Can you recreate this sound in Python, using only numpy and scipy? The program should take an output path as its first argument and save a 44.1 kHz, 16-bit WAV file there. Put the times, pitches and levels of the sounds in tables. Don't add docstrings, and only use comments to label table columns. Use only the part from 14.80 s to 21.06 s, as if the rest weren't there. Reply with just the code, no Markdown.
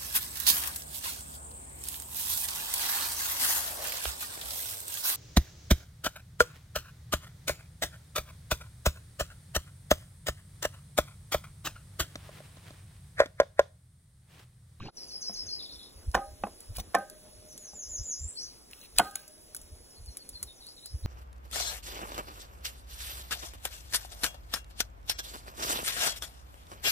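import sys
import numpy as np
from scipy import signal
from scipy.fft import rfft, irfft, next_fast_len
from scipy.io import wavfile
from scipy.ndimage import uniform_filter1d, map_coordinates

SR = 44100
rng = np.random.default_rng(int(sys.argv[2]) if len(sys.argv) > 2 else 0)


def log_audio(samples):
    frames = np.atleast_2d(samples).T
    limited = np.clip(frames, -1, 1)
    pcm = np.round(limited * 32767).astype(np.int16)
    wavfile.write(sys.argv[1], SR, pcm)


def voltage_ratio(level):
    return 10 ** (np.asarray(level, float) / 20)


N = 276066


def unit(x):
    return x / np.sqrt(np.mean(x ** 2) + 1e-20)


def along(points, hz):
    f, v = np.transpose(points)
    return np.interp(np.log(hz + 1), np.log(f + 1), v)


def wobble(rate, count=N):
    knots = rng.standard_normal(int(count * rate / SR) + 4)
    return map_coordinates(knots, [np.arange(count) * rate / SR])


def filtered(x, response):
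    m = next_fast_len(x.shape[-1] + 4096)
    return irfft(rfft(x, m) * response(np.fft.rfftfreq(m, 1 / SR)), m)[..., :x.shape[-1]]


def noise(spectrum, patchy_db):
    z = signal.stft(rng.standard_normal(N), nperseg=512)[2]
    field = uniform_filter1d(rng.standard_normal(z.shape), size=6, axis=0)
    field = uniform_filter1d(field, size=12, axis=1)
    patched = signal.istft(z * voltage_ratio(patchy_db * unit(field)), nperseg=512)[1][:N]
    return unit(filtered(patched, lambda hz: voltage_ratio(along(spectrum, hz))))


def add(track, s, sound):
    part = track[max(round(s * SR), 0):][:len(sound)]
    part += sound[:len(part)]


def held(start, hold, rise, fall):
    t = np.arange(N) / SR - start
    return np.minimum(rise * t, 0) - fall * np.maximum(t - hold, 0)


def swell(s, db, hz, length):
    t = np.arange(N) / SR - s
    return voltage_ratio(db) * np.sin(np.pi * np.clip(t / length, 0, 1)) * np.sin(2 * np.pi * hz * t)


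def ringing(modes, t, scatter_db, tremble_db=0):
    total = 0
    for k, (hz, db, t60) in enumerate(modes):
        level_db = db + scatter_db * rng.standard_normal() - 60 * t / t60
        level_db = level_db + tremble_db * wobble(54.7, count=len(t))
        total = total + (-1) ** k * voltage_ratio(level_db) * np.sin(2 * np.pi * hz * t)
    return total


def echoes(x, t60, wet_db):
    t = np.arange(SR) / SR
    tail = rng.standard_normal(SR) * voltage_ratio(2.3 * wobble(156.3, count=SR) - 60 * t / t60) * (t > .004)
    return x + voltage_ratio(wet_db) * signal.fftconvolve(x, tail / np.linalg.norm(tail))[:len(x)]


def knocks():
    # start_s, level_db, softness_hz, thud_db, pitch_factor
    blows = [(0.495, -36, 876, -3, 0.9), (1.34, -32.5, 1500, -35, 1.34), (1.3448, -18, 2600, -26, 1.28),
             (1.3493, -15, 3700, -21.5, 0.96), (1.371, -28.5, 1480, -8.5, 0.92),
             (1.377, -26.5, 1490, -19, 1.05), (1.636, -21, 1750, -7.5, 1.01),
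             (1.668, -31, 1150, -22.5, 0.87), (1.983, -35.5, 1460, -4, 0.92), (1.994, -38, 1470, -5, 0.95),
             (2.137, -44, 1500, -30.5, 1.9), (2.1448, -18, 2720, -27, 0.94),
             (2.1495, -16.5, 3570, -39, 0.95), (2.1534, -22, 2980, -25, 0.972),
             (2.179, -45.5, 1500, 7.5, 0.97), (2.933, -41.5, 700, -7, 1.03),
             (4.1934, -14, 1870, -20.5, 1.11), (4.1977, -17.5, 3200, -52, 1.11),
             (4.2, -24.5, 2500, -33.5, 0.94), (4.215, -48, 2490, -15, 1.2)]
    # pitch_hz, level_db, t60_s
    contact = [(270, -25.5, 0.31), (541, -8, 0.059), (777, -1, 0.078), (890, -3, 0.011), (1147, -4, 0.035),
               (1483, -14.5, 0.062), (1879, -13, 0.039), (2520, -17, 0.04), (3100, -15.5, 0.035),
               (5800, -7.5, 0.04)]
    thud_hz, shudder_hz, shudder_t60 = 205, 364, 0.21
    out, t = np.zeros(N), np.arange(SR // 4) / SR
    for s, db, soft_hz, thud_db, factor in blows:
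        grit = filtered(rng.standard_normal(len(t)), lambda f: 1j * f / (220 + 1j * f))
        grit = .6 * voltage_ratio(-60 * t / .035) * grit
        clank = ringing(contact, factor * t, scatter_db=0) + grit
        clank = clank * (0.07 + np.exp(-(t / 0.0095) ** 3))
        thud = voltage_ratio(thud_db - 60 * t / 0.12) * np.sin(2 * np.pi * thud_hz * t) * (1 - np.exp(-t / 0.0056))
        shudder = filtered(rng.standard_normal(len(t)), lambda f: 1j * f * shudder_hz
                           / (shudder_hz ** 2 - f * f + 1j * f * shudder_hz))
        shudder = voltage_ratio(-21.5 - 60 * t / shudder_t60) * unit(shudder) * (1 - np.exp(-t / 0.0025))
        blow = filtered(clank + thud + shudder, lambda f: 1 / (1 + 1j * f / soft_hz) ** 2)
        add(out, s, voltage_ratio(db + 2.0) * blow)
    return out


def pan():
    # start_s, level_db, pitch_hz, length_s
    booms = [
        (1.3445, -21, 1522, .007),
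        (4.196, -14, 726, 0.0107),
        (2.146, -16.5, 706, .014),
    ]
    # start_s, level_db, damping_factor, gripped_s
    rings = [
        (1.354, -26, 1.02, 1.75),
        (1.637, -41.5, 1.7, 2.2),
        (2.15, -24.5, 0.99, 3.3),
        (4.198, -29, 0.65, 5.02),
    ]
    mode_hz = [452, 549, 606, 614, 689, 765, 799, 1087, 1244, 1430, 1556, 1630, 1922, 2598]
    mode_t60 = [0.27, 0.38, 0.2, 3.36, 0.25, 0.2, 0.25, .09, 0.25, 0.17, 0.3, 0.41, 0.16, .15]
    struck_rim = [-23, -13, -28, -29, -34, -2, 1.5, -17.5, -10.5, -26, -23, -27, -26.5, -45]
    struck_base = [-20, -17.5, -8, -28, -18, -2.5, -9.5, -11, -9, -30, -12.5, -21.5, -22, -40]
    struck_wall = [-43, -25, -31.5, -32.5, -22, -6, -12, -16.5, -4.5, -14, -12, -22, -16.5, -34]
    out = knocks() + sum(swell(*boom) for boom in booms)
    t = np.arange(6 * SR // 5) / SR
    places = [struck_rim, struck_rim, struck_base, struck_wall]
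    for (s, db, damping, until), struck in zip(rings, places):
        modes = zip(mode_hz, db + np.array(struck), np.divide(mode_t60, damping))
        free = (1 - np.exp(-(t / .018) ** 3)) * voltage_ratio(-300 * np.maximum(t + s - until, 0))
        add(out, s, free * ringing(modes, t, scatter_db=1.0, tremble_db=4.5))
    return echoes(out, t60=0.11, wet_db=-14.0)


def knife():
    # start_s, peak_db, centre_hz, t60_s
    ticks = [(0.4232, -42.5, 6330, 0.03), (0.533, -49, 6190, 0.018), (1.2665, -64, 10200, 0.025),
             (1.3452, -29, 3200, 0.023), (1.3519, -26, 3260, 0.066), (1.805, -38.5, 10200, 0.05),
             (1.8584, -47, 10300, 0.021), (1.9122, -63, 10400, 0.011), (1.315, -39.5, 6450, 0.023),
             (1.9558, -52, 10500, .02), (1.9694, -29.5, 10500, 0.023), (1.984, -36, 5500, .02),
             (2.004, -43, 10500, 0.02), (2.186, -40, 12300, .015), (2.1488, -23, 2520, 0.032),
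             (2.299, -34.5, 10700, 0.026), (2.728, -42, 6500, 0.028), (2.7773, -33.5, 6400, 0.075),
             (3.164, -45, 6600, 0.013), (3.167, -45.5, 14500, 0.027), (3.911, -42, 10400, 0.016),
             (4.1853, -6.5, 10600, 0.0075), (4.1978, -20, 3080, 0.013), (4.311, -40, 10700, 0.037),
             (4.3547, -26.5, 6760, 0.012), (4.3568, -20, 10500, 0.018), (4.479, -39, 9800, 0.036),
             (4.7473, -26.5, 11800, 0.062), (4.765, -31.5, 12000, 0.075), (4.815, -39, 10400, 0.042),
             (5.2601, -42, 10300, 0.02), (5.3701, -28.5, 10900, 0.075), (5.4905, -32, 10300, 0.061),
             (5.6286, -21.5, 9200, 0.066), (5.867, -38, 10050, 0.027), (6.059, -31, 10000, 0.042)]
    # frequency_hz, level_db
    edge = [(500, -89), (1200, -6.5), (2200, -18.5), (4000, -2.5), (7000, -2.5), (10500, 2.5),
            (13000, -12.5), (15500, -5.5), (16500, -26)]
    # start_s, level_db,
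    # pitch_hz, t60_s
    pings = [(1.997, -41, 6150, .05), (2.004, -36, 6040, .03), (4.356, -41, 850, 0.021),
             (4.357, -30, 6700, .015), (1.347, -32, 271, 0.056), (6.253, -31, 109.3, 0.059),
             (1.6377, -32.5, 2580, 0.029), (1.3457, -29, 1080, 0.024), (1.351, -19, 1770, 0.032),
             (1.965, -49, 2410, 0.14), (2.148, -28, 990, 0.035), (2.149, -19.5, 1780, 0.045),
             (4.185, -15, 3050, 0.012), (4.197, -22.5, 3100, 0.029), (4.2015, -19.5, 1475, 0.044),
             (4.215, -30, 1490, 0.032), (4.357, -43.5, 1290, 0.033), (4.356, -38, 1550, 0.028),
             (5.005, -54.5, 477, 0.11), (6.249, -21, 76, 0.9), (3.9332, -32, 2730, 0.0074),
             (3.9328, -42, 4100, 0.013), (4.0132, -35, 6240, 0.0096), (4.014, -48, 4000, 0.084),
             (4.048, -48, 4100, 0.06), (4.1851, -0.5, 4280, 0.0038), (4.187, -16.5, 2520, 0.028),
             (4.356, -26.5, 2240, 0.005), (4.7473, -39, 1510, 0.018), (4.7478, -46, 2230, 0.016),
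             (5.3697, -48.5, 2270, 0.027), (5.6283, -46, 2060, 0.02), (5.6316, -49, 1140, 0.022)]
    # start_s, hold_s, level_db, fade_s
    scrapes = [
        (1.958, 0.013, -44.5, 0.01),
        (1.983, 0.027, -43.5, .012),
        (3.911, 0.15, -55.5, .025),
        (4.166, 0.0018, -47, 0.0092),
        (4.187, 0.0034, -24.5, 0.012),
        (4.196, 0.082, -50.5, 0.11),
        (4.361, 0.0025, -49.5, 0.23),
    ]
    # frequency_hz, level_db per Hz
    rasp = [(300, -22), (1500, -5.5), (5000, 3.5), (7000, -8), (10000, 3), (13000, -8.5), (15700, 0.5),
            (16000, -44)]
    longest_tail_t60 = .045
    out, t = np.zeros(N), np.arange(SR // 10) / SR
    for s, db, hz, t60 in ticks:
        onset = t / 0.00078 * np.exp(1 - t / 0.00031)
        tail = 0.32 * voltage_ratio(-60 * t / min(t60, longest_tail_t60)) * (1 - np.exp(-t / 0.0004))
        snap = rng.standard_normal(len(t)) * (onset + tail)
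        snap = filtered(snap, lambda f: voltage_ratio(along(edge, f)) * (
            .5 + 1j * f * .5 * hz / (hz * hz - f * f + 1j * f * .5 * hz)))
        add(out, s, voltage_ratio(db + 5.0) * snap / np.abs(snap).max())
    for s, db, hz, t60 in pings:
        add(out, s, (1 - np.exp(-t / 0.0002)) * ringing([(hz, db, t60)], t, scatter_db=1.5))
    stroke = sum(voltage_ratio(db + held(s, hold, 1600, 30 / fade)) for s, hold, db, fade in scrapes)
    scraping = stroke * voltage_ratio(2.23 * wobble(300)) * noise(rasp, patchy_db=3.5)
    return echoes(out, t60=0.31, wet_db=-21.5) + scraping


def whistle(s, hz, db, flutter_db, waver):
    t = np.arange(round((s[-1] - s[0]) * SR)) / SR + s[0]
    pitch = uniform_filter1d(np.interp(t, s, hz), size=300)
    pitch = pitch * (1 + waver * wobble(172.4, count=len(t)))
    level_db = np.interp(t, s, db) + flutter_db * wobble(169.5, count=len(t))
    tone = voltage_ratio(level_db) * np.sin(2 * np.pi * np.cumsum(pitch) / SR)
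    leaves = rng.standard_normal(SR // 20) * voltage_ratio(-60 * np.arange(SR // 20) / SR / .03)
    leaves[0] = 3.8 * np.linalg.norm(leaves)
    return signal.fftconvolve(tone, leaves / np.linalg.norm(leaves))


def hazy(note, t60, wet_db):
    t = np.arange(SR // 2) / SR
    tail = rng.standard_normal(len(t)) * voltage_ratio(3 * wobble(181, count=len(t)) - 60 * t / t60)
    tail = tail * (1 - np.exp(-t / 0.0029))
    tail = voltage_ratio(wet_db) * tail / np.linalg.norm(tail)
    return signal.fftconvolve(note, np.r_[1, tail[1:]])


def song(notes, shape, bend, t60, wet_db, contour_db, waver=.014):
    out, share = np.zeros(N), np.array([0, .12, bend, .9, 1])
    for s, length, hz, db in notes:
        pitch = hz * np.interp(share, [0, bend, 1], shape)
        note = whistle(length * share, pitch, db + np.array(contour_db), 1.6, waver)
        add(out, s, hazy(note, t60, wet_db))
    return out


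def hooks():
    # time_s, pitch_hz, level_db
    hook = [(0, 6250, -23), (0.015, 6200, -1), (0.019, 5430, 1), (.028, 4280, -5.5), (.036, 4330, -2),
            (.043, 5500, -7), (0.069, 5020, 3), (.082, 4960, 0.5), (.095, 4800, -37)]
    # start_s, level_db, pitch_factor
    repeats = [
        (0.162, -43.5, 0.98),
        (.285, -40.5, 0.99),
        (0.413, -37.5, 1.026),
        (.535, -36.5, 1.024),
        (0.667, -36.5, 1),
    ]
    out = np.zeros(N)
    s, hz, db = np.transpose(hook)
    for start, level_db, factor in repeats:
        note = whistle(s, factor * hz, db + level_db, flutter_db=3.2, waver=.014)
        add(out, start - .008, hazy(note, t60=0.26, wet_db=3.5))
    return out


def birds():
    dip, drop = (1.33, 1, 1.65), (1.6, 1.27, 1)
    slide, lift, leap = (1.15, 1, .77), (.96, 1, 1.02), (.83, 1, 1.18)
    sag, climb, steady = (1.2, 1.05, 1), (1, 1.14, 1.35), (.998, 1, 1.005)
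    swelling, fading, biting = [-4, 4, 4.5, 4.5, -0.5], [-5.5, -1.5, 6, -1, -3.5], [-6, 6, -3.5, 1, -1.5]
    # start_s, length_s, pitch_hz, level_db
    dips = [
        (.785, 0.048, 3380, -43),
        (.885, 0.046, 3475, -46.5),
        (.99, 0.045, 3230, -50),
    ]
    drops = [
        (.83, 0.033, 3400, -43.5),
        (.93, 0.031, 3410, -49.5),
        (1.035, 0.03, 3480, -52.5),
    ]
    slides = [
        (2.67, 0.068, 5960, -58),
        (2.79, 0.12, 6160, -53.5),
        (2.937, 0.12, 6350, -46),
        (3.085, .11, 6400, -43.5),
        (3.232, 0.12, 6460, -41.5),
    ]
    lifts = [
        (3.379, 0.0803, 7480, -49),
        (3.558, 0.035, 4626, -48),
    ]
    turns = [
        [(3.575, .045, 6050, -47)],
        [(3.636, .03, 3400, -55)],
    ]
    tops = [
        (3.476, 0.036, 8050, -42),
        (3.615, 0.021, 6300, -55.5),
        (.612, .03, 9200, -66),
    ]
    sags = [(5.89, 0.029, 4950, -60), (6.08, 0.042, 4890, -60.5), (5.76, 0.034, 5460, -65.5),
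            (5.1, 0.043, 4900, -64), (5.13, 0.049, 4170, -64.5), (5.26, 0.036, 4200, -59),
            (5.3, 0.027, 5550, -62), (5.39, 0.026, 4180, -55), (5.53, 0.039, 4090, -53.5),
            (5.665, 0.041, 3590, -58), (5.805, 0.028, 3760, -55.5), (5.965, 0.021, 3720, -56)]
    climbs = [
        (.6, 0.03, 5180, -62),
        (5.86, 0.033, 3780, -51),
        (6.025, 0.046, 3790, -53),
        (6.235, 0.02, 3660, -56),
    ]
    out = hooks()
    for notes, shape in [(dips, dip), (drops, drop)]:
        out += song(notes, shape, 0.51, t60=.24, wet_db=1.0, contour_db=biting)
    out += song(slides, slide, 0.62, t60=.31, wet_db=4.5, contour_db=fading)
    out += song(tops, steady, 0.31, t60=.31, wet_db=2.0, contour_db=swelling, waver=.006)
    for notes, shape in zip([lifts, *turns], [lift, leap, drop]):
        out += song(notes, shape, 0.93, t60=.31, wet_db=7.5, contour_db=swelling)
    for notes, shape in [(sags, sag), (climbs, climb)]:
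        out += song(notes, shape, 0.47, t60=.24, wet_db=2.5, contour_db=swelling, waver=.02)
    return out


def puffs():
    # start_s, peak_db, hold_s
    gusts = [(0.56, -51.5, 0.11), (0.94, -58, .04), (1.163, -48, 0.035), (1.284, -31, 0.0092),
             (1.37, -40, .01), (1.376, -46.5, 0.17), (1.618, -40.5, 0.0084), (1.682, -57, 0.074),
             (1.907, -32.5, 0.005), (1.982, -39, 0.026), (2.048, -55, 0.048), (2.554, -56, 0.044),
             (2.938, -64, 0.034), (3.081, -55, 0.064), (3.203, -35, 0.014), (3.411, -35.5, .055),
             (3.65, -64, 0.066), (4.164, -39, 0.035), (4.245, -61.5, 0.037), (4.698, -57, 0.0041),
             (4.819, -54, 0.026), (4.927, -47.5, 0.011), (4.992, -51, 0.048), (5.205, -44.5, 0.031),
             (5.285, -39.5, 0.013), (5.526, -53.5, 0.031), (5.642, -57.5, 0.055), (6.147, -30, 0.0085),
             (6.224, -60, 0.0089), (6.241, -37, 0.0033)]
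    # frequency_hz, level_db per Hz
    rumble_colour = [(15, -76), (30, -6), (42, -2.5), (55, -2), (90, -5), (140, -31), (250, -76)]
    # start_s, level_db, pitch_hz, length_s
    swing = (1.34, -30, 57.5, 0.05)
    rise, fall = 769, 698.5
    rumble = noise(rumble_colour, patchy_db=4.5)
    rumble = rumble / (np.abs(signal.hilbert(rumble)) + 1.5)
    level = voltage_ratio(-67.5 + 4.2 * wobble(11))
    level = level + sum(voltage_ratio(db + held(s, hold, rise, fall)) for s, db, hold in gusts)
    return level * unit(rumble) + swell(*swing)


def breeze_db():
    # time_s, level_db
    strength = [(.2, -63.5), (.65, -62.5), (1.1, -64), (1.5, -64.5), (2.2, -64), (2.7, -64.5), (3.7, -66),
                (4.4, -66), (5.3, -65.5), (6.26, -66)]
    s, db = np.transpose(strength)
    return np.interp(np.arange(N) / SR, s, db)


def breeze(gain_db, patchy_db):
    # frequency_hz, level_db per Hz
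    colour = [(80, -1), (200, 0.5), (450, -0.5), (700, -6), (1200, -12.5), (2500, -15.5), (6000, -17.5),
              (15000, -77)]
    return voltage_ratio(breeze_db() + gain_db) * noise(colour, patchy_db)


def air():
    # frequency_hz, level_db per Hz
    hiss_colour = [(800, -22), (2000, -18.5), (3500, -6), (5000, 3.5), (6800, -3), (8700, 0), (9600, 3),
                   (10500, 10.5), (11500, -11.5), (12300, 1), (13200, -12.5), (15750, -7.5), (15950, -58)]
    strength_db = breeze_db()
    hiss_db = -56.5 + 0.046 * (strength_db - strength_db.mean()) + 0.52 * wobble(11)
    hiss = voltage_ratio(hiss_db) * noise(hiss_colour, patchy_db=2.4)
    return breeze(4.5 + 1.2 * wobble(31), patchy_db=1.6) + hiss + puffs()


def shore(cut_s):
    # frequency_hz, level_db per Hz
    surf = [(20, -6.5), (60, -3), (200, -8), (700, -22.5), (2000, -28.5), (5000, -28), (6500, -44),
            (10500, -57), (15700, -62), (16000, -110)]
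    # start_s, level_db, pitch_hz
    bubbles = [
        (.004, -36, 1095),
        (.022, -58, 1770),
        (.056, -54, 930),
        (0.072, -39, 2710),
        (0.085, -34.5, 797),
        (0.091, -45, 1300),
    ]
    fade = np.clip(1 + (cut_s - np.arange(N) / SR) / 0.016, 0, 1)
    water = fade * voltage_ratio(-42.5 + 3 * wobble(88.0)) * noise(surf, patchy_db=-4.0)
    t = np.arange(SR // 20) / SR
    for s, db, hz in bubbles:
        envelope = voltage_ratio(db - 60 * t / 0.025) * (1 - np.exp(-t / 0.00037))
        add(water, s, envelope * np.sin(2 * np.pi * hz * t * (1 + 6 * t)))
    return water


def scene():
    cut_s, fade_in_s = 0.0916, 0.088
    fade = np.clip((np.arange(N) / SR - cut_s) / fade_in_s, .3, 1) ** 1.9 * voltage_ratio(-0.94)
    antiphase = breeze(1.1, patchy_db=0.5)
    camp = pan() + knife() + birds() + air() + antiphase * [[1], [-1]]
    return shore(cut_s) + fade * camp


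def gated(x):
    # frequency_hz, level_db per bin
    quiet = [(2500, -110), (3500, -96.5), (4200, -90.5), (4750, -90), (5300, -93), (7000, -99.5),
             (8300, -91), (9000, -93.5), (9700, -99), (11000, -108), (12500, -101), (13300, -100),
             (13900, -100), (14800, -100), (16000, -101)]
    hz, s, z = signal.stft(np.array([x[0] + x[1], x[0] - x[1]]) / 2, SR, nperseg=1024)
    power = np.abs(z) ** 2
    around = uniform_filter1d(power.max(axis=0), size=40, axis=0) * voltage_ratio(-2 * 22)
    around = np.roll(around, shift=14, axis=0)
    band = uniform_filter1d(uniform_filter1d(power, size=8, axis=1), size=3, axis=2)
    high = hz[:, None]
    floor_db = along(quiet, hz)[:, None]
    dropped = (high > 2500) & (band < around + voltage_ratio(2 * floor_db) * (s > .16))
    dwarfed = (high > 4000) & (s > .16) & (band[0] < voltage_ratio(-2 * 10) * band[1])
    dropped[0] |= dwarfed & ((high > 8000) | (band[0] < voltage_ratio(2 * floor_db + 20)))
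    treble = power[:, hz > 2500].sum(axis=(0, 1))
    dropped &= treble < 6 * np.roll(treble, shift=2)
    mid, side = signal.istft(z * ~dropped, nperseg=1024)[1][:, :N]
    return np.array([mid + side, mid - side])


def band_limit(x):
    return signal.sosfilt(signal.butter(12, 16680, fs=SR, output="sos"), x)


def record(dry):
    # frequency_hz, phase_rad
    ports = [(0, -.33), (300, -.4), (800, -.65), (1200, -.4), (1600, 0), (2400, 1), (3300, 1), (4700, 3.14),
             (6950, 6.28), (8950, 9.42), (11200, 12.57), (13250, 15.71), (15300, 18.85), (17000, 21.5)]
    # frequency_hz, level_db
    lean = [(60, -1), (110, 1), (200, 0), (380, -0.5), (700, -1), (1290, -2.5), (2380, -2.5), (4400, 3),
            (8120, -1), (15000, 0.5)]
    half = np.array([[1], [-1]]) / 2

    def port(hz):
        turn = np.exp(1j * half * np.interp(hz, *np.transpose(ports)))
        return turn * voltage_ratio(half * along(lean, hz)) * (hz < 16600)

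    mix = np.clip(gated(filtered(dry, port)), -1, 1)
    return band_limit(mix)


dry = scene()
out = record(dry)
log_audio(out)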